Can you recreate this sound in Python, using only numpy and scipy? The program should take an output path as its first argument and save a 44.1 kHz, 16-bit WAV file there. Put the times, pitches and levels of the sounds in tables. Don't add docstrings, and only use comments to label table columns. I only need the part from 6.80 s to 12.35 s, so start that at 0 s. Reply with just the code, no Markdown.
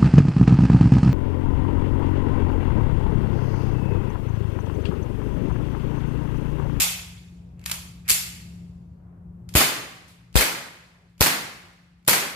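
import sys
import numpy as np
from scipy import signal
from scipy.fft import rfft, irfft, next_fast_len
from scipy.io import wavfile
from scipy.ndimage import uniform_filter1d, map_coordinates

SR = 44100
rng = np.random.default_rng(int(sys.argv[2]) if len(sys.argv) > 2 else 0)


def gain_from_db(level_db):
    decades = np.asarray(level_db, float) / 20
    return 10 ** decades


def to_wav(sig):
    pcm = np.clip(np.atleast_2d(sig), -1, 1) * 32767
    pcm = np.round(pcm).astype(np.int16)
    wavfile.write(sys.argv[1], SR, pcm.T)


N = 244755

MUZZLE_LAG, BREECH_LAG = 10, -2


def unit(x):
    return x / np.sqrt(np.mean(x ** 2) + 1e-20)


def along(points, hz):
    f, v = np.transpose(points)
    return np.interp(np.log(hz + 1), np.log(f + 1), v)


def wobble(rate):
    knots = rng.standard_normal(int(N * rate / SR) + 4)
    return map_coordinates(knots, [np.arange(N) * rate / SR])


def tilt(hz, db_per_octave):
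    return db_per_octave * np.log2(np.clip(hz, 600, None) / 4000)


def ripple(depth_db, step_hz):
    knots = depth_db * rng.standard_normal(512)
    return lambda hz: np.interp(hz / step_hz, np.arange(len(knots)), knots)


def add(out, s, x):
    i = round(s * SR)
    out[:, i:i + x.shape[1]] += x[:, :out.shape[1] - i]


def noise(n, colour_db, alike):
    hz = np.fft.rfftfreq(n, 1 / SR)
    turn = np.arccos(np.clip(along(alike, hz), -1, 1)) / 2
    spectrum = rfft(rng.standard_normal((2, n))) * gain_from_db(colour_db(hz))
    mid, side = irfft(spectrum * [np.cos(turn), np.sin(turn)], n)
    return unit(np.array([mid + side, mid - side]))


def burst(colour_db, t60, alike, rise, lag):
    t = np.arange(4096) / SR
    fade = gain_from_db(-60 * t / t60) * (1 - np.exp(-t / rise))
    left, right = noise(len(t), colour_db, [(1000, alike)]) * fade
    left = np.pad(left, (max(-lag, 0), 0))[:len(t)]
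    right = np.pad(right, (max(lag, 0), 0))[:len(t)]
    return np.array([left, right])


# (frequency [Hz], time to fall 60 dB [s])
ROOM_T60 = [(100, 0.79), (260, 0.69), (700, 0.65), (1840, 0.69), (4850, 0.57), (9000, 0.46), (12800, 0.38),
            (15200, 0.37)]
# (frequency [Hz], likeness [-1 to 1])
ROOM_ALIKE = [(60, -0.98), (180, 1), (550, 0.49), (1650, -0.088), (4970, 0.0717), (15000, -0.11)]


def reverb(colour_db, t60, rise):
    hz, t, z = signal.stft(noise(SR, colour_db, ROOM_ALIKE), SR, nperseg=256)
    fall_db = -60 * t / along(ROOM_T60, hz)[:, None]
    clumps = uniform_filter1d(rng.standard_normal(fall_db.shape), size=3, axis=0)
    clumps_db = 2.5 * unit(uniform_filter1d(clumps, size=6, axis=1))
    fade = gain_from_db(fall_db) + gain_from_db(-22.5 + fall_db / 2.27)
    tail = signal.istft(z * gain_from_db(clumps_db) * fade, SR, nperseg=256)[1]
    onset = 1 - np.exp(-np.arange(tail.shape[1]) / SR / rise)
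    return tail * np.sqrt(t60) * onset


def ducking_db():
    fired = np.searchsorted(np.transpose(SHOTS)[0], np.arange(N) / SR)
    return -13 * (1 - 0.2 ** fired)


# (frequency [Hz], level [dB])
RUMBLE = [(15, -48), (30, -27.5), (50, -8), (66, -1), (80, -4.5), (97, -3), (125, -4), (158, -9),
          (200, -11.5), (250, -26), (300, -24), (500, -30), (1000, -38), (4000, -66)]
# (frequency [Hz], likeness [-1 to 1])
FAN_ALIKE = [(60, 0.99), (180, 1), (550, -0.082), (1650, -0.14), (4970, -0.01), (15000, -0.02)]
# (frequency [Hz], level [dB], unsteadiness [dB])
FAN_TONES = [(174.5, 1.5, 1.2), (268, -22, 3), (352, -28, 3)]


def fan():
    t = np.arange(N) / SR
    air = noise(next_fast_len(N, True), lambda hz: along(RUMBLE, hz), FAN_ALIKE)[:, :N]
    air = air * gain_from_db(0.37 * wobble(7.1))
    tones = np.zeros(N)
    for hz, db, loose_db in FAN_TONES:
        tones += gain_from_db(db + loose_db * wobble(5.3)) * np.sin(2 * np.pi * hz * t + 0.22 * wobble(1.8))
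    beat_db = 1.5 * np.cos(2 * np.pi * (t - 0.87) / 0.91)
    return gain_from_db(-45 + beat_db + ducking_db()) * (air + tones) * gain_from_db([[1.1], [-1.1]])


# (middle [s], length [s], level [dB])
RUSTLES = [
    (2.318, .5, -65),
    (4.223, 0.26, -68),
]
# (frequency [Hz], level [dB per Hz])
CLOTH = [(150, -29.5), (350, -1), (700, -3), (1500, -11), (3000, -31), (8000, -60)]


def rustles():
    out = np.zeros((2, N))
    for middle, length, db in RUSTLES:
        n = round(length * SR)
        rub = noise(SR, lambda hz: along(CLOTH, hz), ROOM_ALIKE)[:, :n]
        add(out, middle - length / 2, gain_from_db(db) * np.hanning(n) * rub)
    return out


# (time [s], level [dB], time to fall 60 dB [s])
LEAKS = [
    (3.278, -55.5, 0.47),
    (4.292, -76.5, 0.38),
    (5.18, -81, 0.22),
]
# (frequency [Hz], level [dB per Hz])
LEAK = [(800, -31), (3000, 1.5), (6000, -4), (10000, -3), (15000, -11)]


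def leaks():
    out, t = np.zeros((2, N)), np.arange(SR // 2) / SR
    for s, db, t60 in LEAKS:
        hiss = noise(len(t), lambda hz: along(LEAK, hz), ROOM_ALIKE)
        add(out, s, gain_from_db(db - 60 * t / t60) * (1 - np.exp(-t / 0.0022)) * hiss)
    return out


# (start [s], end [s], first level [dB], last level [dB])
SCRAPES = [
    (0.771, 0.848, -76, -57),
    (0.861, 0.948, -46, -47),
    (1.248, 1.282, -66.5, -48.5),
]
# (frequency [Hz], level [dB per Hz])
RAIL = [(500, -24.5), (1100, -6.5), (2500, 3.5), (3300, -17.5), (8000, -25.5), (15000, -29.5)]


def scrapes():
    out = np.zeros((2, N))
    for start, end, from_db, to_db in SCRAPES:
        n = round((end - start) * SR)
        grit = gain_from_db(2.4 * wobble(210)[:n])
        rub = noise(8192, lambda hz: along(RAIL, hz), ROOM_ALIKE)[:, :n]
        add(out, start, gain_from_db(np.linspace(from_db, to_db, n)) * grit * rub)
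    return out


# (frequency [Hz], width [Hz], boost [dB])
RING = [(2160, 160, 4), (2614.4, 190, 4), (2890, 120, -0.5), (3859, 250, -1.5), (4630, 14, 10.5),
        (5400, 200, 1), (7229.8, 640, 5), (9400, 220, 3.5), (11640, 1000, 4.5)]


def slide_ring(hz, strength):
    return sum(k * db / (1 + (2 * (hz - c) / w) ** 2) for k, (c, w, db) in zip(strength, RING))


# (time [s], level [dB], time to fall 60 dB [s])
SEAT = [
    (0, -22.5, 0.16),
    (.004, -19.5, 0.056),
    (.019, -17.5, 0.077),
]
# (time [s], level [dB], time to fall 60 dB [s])
PULL = [(.794, -50.5, .015), (.814, -54, .025), (.840, -43.5, .015), (.856, -39, .02), (.860, -17, 0.0076),
        (.8622, -23, .015), (.879, -36.5, .03), (.897, -27.5, .025), (.914, -18.5, 0.034),
        (.918, -25.5, .015), (.927, -34.5, .02), (.940, -33, 0.028)]
# (time [s], level [dB], time to fall 60 dB [s])
RELEASE = [
    (1.259, -56.5, 0.034),
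    (1.2795, -29.5, 0.039),
    (1.287, -21, 0.1),
    (1.296, -13, 0.035),
    (1.298, -10, .013),
    (1.303, -8.5, .022),
    (1.308, -27.5, 0.036),
    (1.315, -13, 0.022),
]
# (time [s], level [dB], time to fall 60 dB [s])
TAKE_UP = [
    (2.690, -41, 0.02689),
    (4.221, -68, 0.019),
    (5.227, -64.5, 0.01498),
]


def strikes():
    sears = [(s - 0.0285, -52.5, 0.014) for s, *_ in SHOTS]
    hammers = [(s - 0.014, click_db, 0.034) for s, *_, click_db in SHOTS]
    actions = [(SEAT, (-1.1, 1.1, 1, 1.1)),
               (PULL, (-1.2, -6.5, 0.85, 4)),
               (RELEASE, (-0.6, -2.5, 1.2, -1)),
               ([*TAKE_UP, *sears, *hammers], (-1.5, -4.5, 1.3211, -3))]
    rows = []
    for blows, (bright_db, *rest) in actions:
        for s, db, t60 in blows:
            rows.append((s, db, t60, bright_db + 0.1 * (db + 30), *rest))
    return rows


# (frequency [Hz], level [dB])
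STEEL = [(120, -45.5), (400, -21.5), (800, -13.5), (1400, -9.5), (2500, -3.5), (4000, -3), (7000, -5),
         (12000, -3.5), (15500, -7)]


def contacts():
    out = np.zeros((2, N))
    for s, db, t60, bright_db, room_db, ring, knock_db in strikes():
        pan_db = 3 * rng.standard_normal()
        luck = ring * rng.normal(1, 0.13, len(RING))
        fine = ripple(depth_db=1.5, step_hz=251.35)

        def near(hz):
            knock = knock_db / (1 + (2 * (hz - 1050) / 500) ** 2)
            return along(STEEL, hz) + tilt(hz, bright_db) + slide_ring(hz, luck) + fine(hz) + knock

        def far(hz):
            return near(hz) + along([(500, -1), (2000, -4.5)], hz)

        crack = burst(near, t60, alike=0.66, rise=0.0001, lag=BREECH_LAG)
        add(out, s, gain_from_db(db) * crack * gain_from_db([[pan_db / 2], [-pan_db / 2]]))
        add(out, s, gain_from_db(db + room_db + 5) * reverb(far, t60, rise=0.00047))
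    return out


# (time [s], left push, right push, ring [Hz], time to fall 60 dB [s])
PUFFS = [
    (.002, 0.064, 0.02694, 55, 0.13),
    (1.312, 0.037, 0.049, 55, 0.1),
    (2.7531, -0.5, -0.36, 62, 0.093),
    (3.5561, 0.86, -0.06, 50, 0.14),
    (4.4086, -0.54, -0.1, 62, 0.065),
    (5.279, -0.07, -.07, 131.7, 0.094),
]


def puffs():
    out, t = np.zeros((2, N)), np.arange(SR // 4) / SR
    for s, left, right, hz, t60 in PUFFS:
        swing = np.cos(2 * np.pi * hz * t + 1.2 * (1 - np.exp(-t * hz / 0.23)))
        size = 0.87 * gain_from_db(-60 * t / t60) + 0.52 * np.exp(-t / 0.0018)
        onset = 1 - np.exp(-t / 0.0001)
        add(out, s, np.outer([left, right], swing * size * onset))
    return out


# (delay [s], level [dB], time to fall 60 dB [s])
SLIDE_HOME = [
    (.052, -12.5, 0.032),
    (.058, -15.5, .045),
    (.068, -21, .035),
]
# (frequency [Hz], level [dB per Hz])
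SLAM = [(120, -29.5), (200, -10), (1260, -7), (2060, -5), (2460, -9), (4310, -15), (4890, -15.5),
        (11000, -15), (15000, -13.5)]


def slams():
    out = np.zeros((2, N))
    colour = lambda hz: along(SLAM, hz)
    for fired, *_ in SHOTS:
        for delay, db, t60 in SLIDE_HOME:
            db = db + 0.5 * rng.standard_normal()
            clack = burst(colour, t60, alike=0.31, rise=0.00071, lag=BREECH_LAG)
            add(out, fired + delay, gain_from_db(db) * clack)
            add(out, fired + delay, gain_from_db(db + 3) * reverb(colour, t60, rise=0.0013))
    return out


# (time [s], blast [dB], room [dB], slide ring [0 to 1], hammer click [dB])
SHOTS = [
    (2.753, -12, 6, .3, -33),
    (3.5564, -12.5, 3, .2, -43.5),
    (4.4084, -8.5, -0.5, 0.1, -49),
    (5.2783, -9, 0, .8, -49),
]
# (delay [s], level [dB], time to fall 60 dB [s])
BURSTS = [
    (0, 3, .012),
    (.002, 0, .008),
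    (.0065, -1, .015),
    (.0085, -3, .015),
    (.0155, -3, .05),
    (.03, -8, .05),
]
# (frequency [Hz], level [dB per Hz])
GAS = [(71, -36), (120, 1), (323, -2), (740, -2.5), (1360, -3.5), (2250, -2), (3230, -5), (4200, -3.5),
       (5800, -8), (11500, -8), (15000, -7.5)]


def shots():
    out, lead = np.zeros((2, N)), 256
    u = np.arange(4096) / SR / 0.00024
    pop = (1 - u) * np.exp(-u) * (1 - np.exp(-4 * u)) * np.ones((2, 1))
    pop[1] = np.roll(pop[1], MUZZLE_LAG // 2)
    for s, blast_db, room_db, ring, _ in SHOTS:
        pop_db = blast_db + 12.5
        luck = ring * rng.normal(1, 0.3, len(RING))
        fine = ripple(depth_db=1.8, step_hz=70.9)
        gas = lambda hz: along(GAS, hz) + tilt(hz, 0.94) + slide_ring(hz, luck) + fine(hz)
        for delay, db, t60 in BURSTS:
            lumps = ripple(depth_db=3.5, step_hz=351)
            lumpy = lambda hz: gas(hz) + lumps(hz)
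            blast = burst(lumpy, t60, alike=0.19, rise=0.000052, lag=MUZZLE_LAG)
            add(out, s + delay, gain_from_db(blast_db + db) * blast)
            add(out, s + delay, gain_from_db(blast_db + db + room_db + 4) * reverb(gas, t60, rise=0.004))
        add(out, s + 0.0065, gain_from_db(pop_db) * pop)
        add(out, s + 0.0086, gain_from_db(pop_db + 0.5) * pop)
        opening = burst(gas, t60=0.013, alike=0.5, rise=0.0001, lag=MUZZLE_LAG)[:, lead::-1]
        add(out, s - lead / SR, gain_from_db(blast_db - 11.5) * opening)
    return out


def scene():
    t = np.arange(N) / SR - PUFFS[3][0]
    pinned = (t > 0) & (t < 0.006)
    deaf = gain_from_db(np.array([[-16], [0]]) * pinned)
    pistol = leaks() + scrapes() + contacts() + slams() + shots()
    return fan() + rustles() + puffs() + pistol * deaf


def band_limit(x):
    return signal.sosfilt(signal.butter(12, 16670, fs=SR, output="sos"), x)


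# (frequency [Hz], gain [dB])
MICROPHONE = [(15, 2.5), (30, 0.5), (50, -1), (13000, 2.5), (15250, -1), (15600, -41.5), (16000, -63)]


def record(dry):
    x = dry + gain_from_db(-93.5) * rng.standard_normal(dry.shape)
    m = next_fast_len(N, True)
    colour = gain_from_db(along(MICROPHONE, np.fft.rfftfreq(m, 1 / SR)))
    x = irfft(rfft(x, m) * colour, m)[:, :N]
    mix = x / (1 + np.abs(x / 0.98) ** 6) ** (1 / 6)
    return band_limit(mix)


dry = scene()
out = record(dry)
to_wav(out)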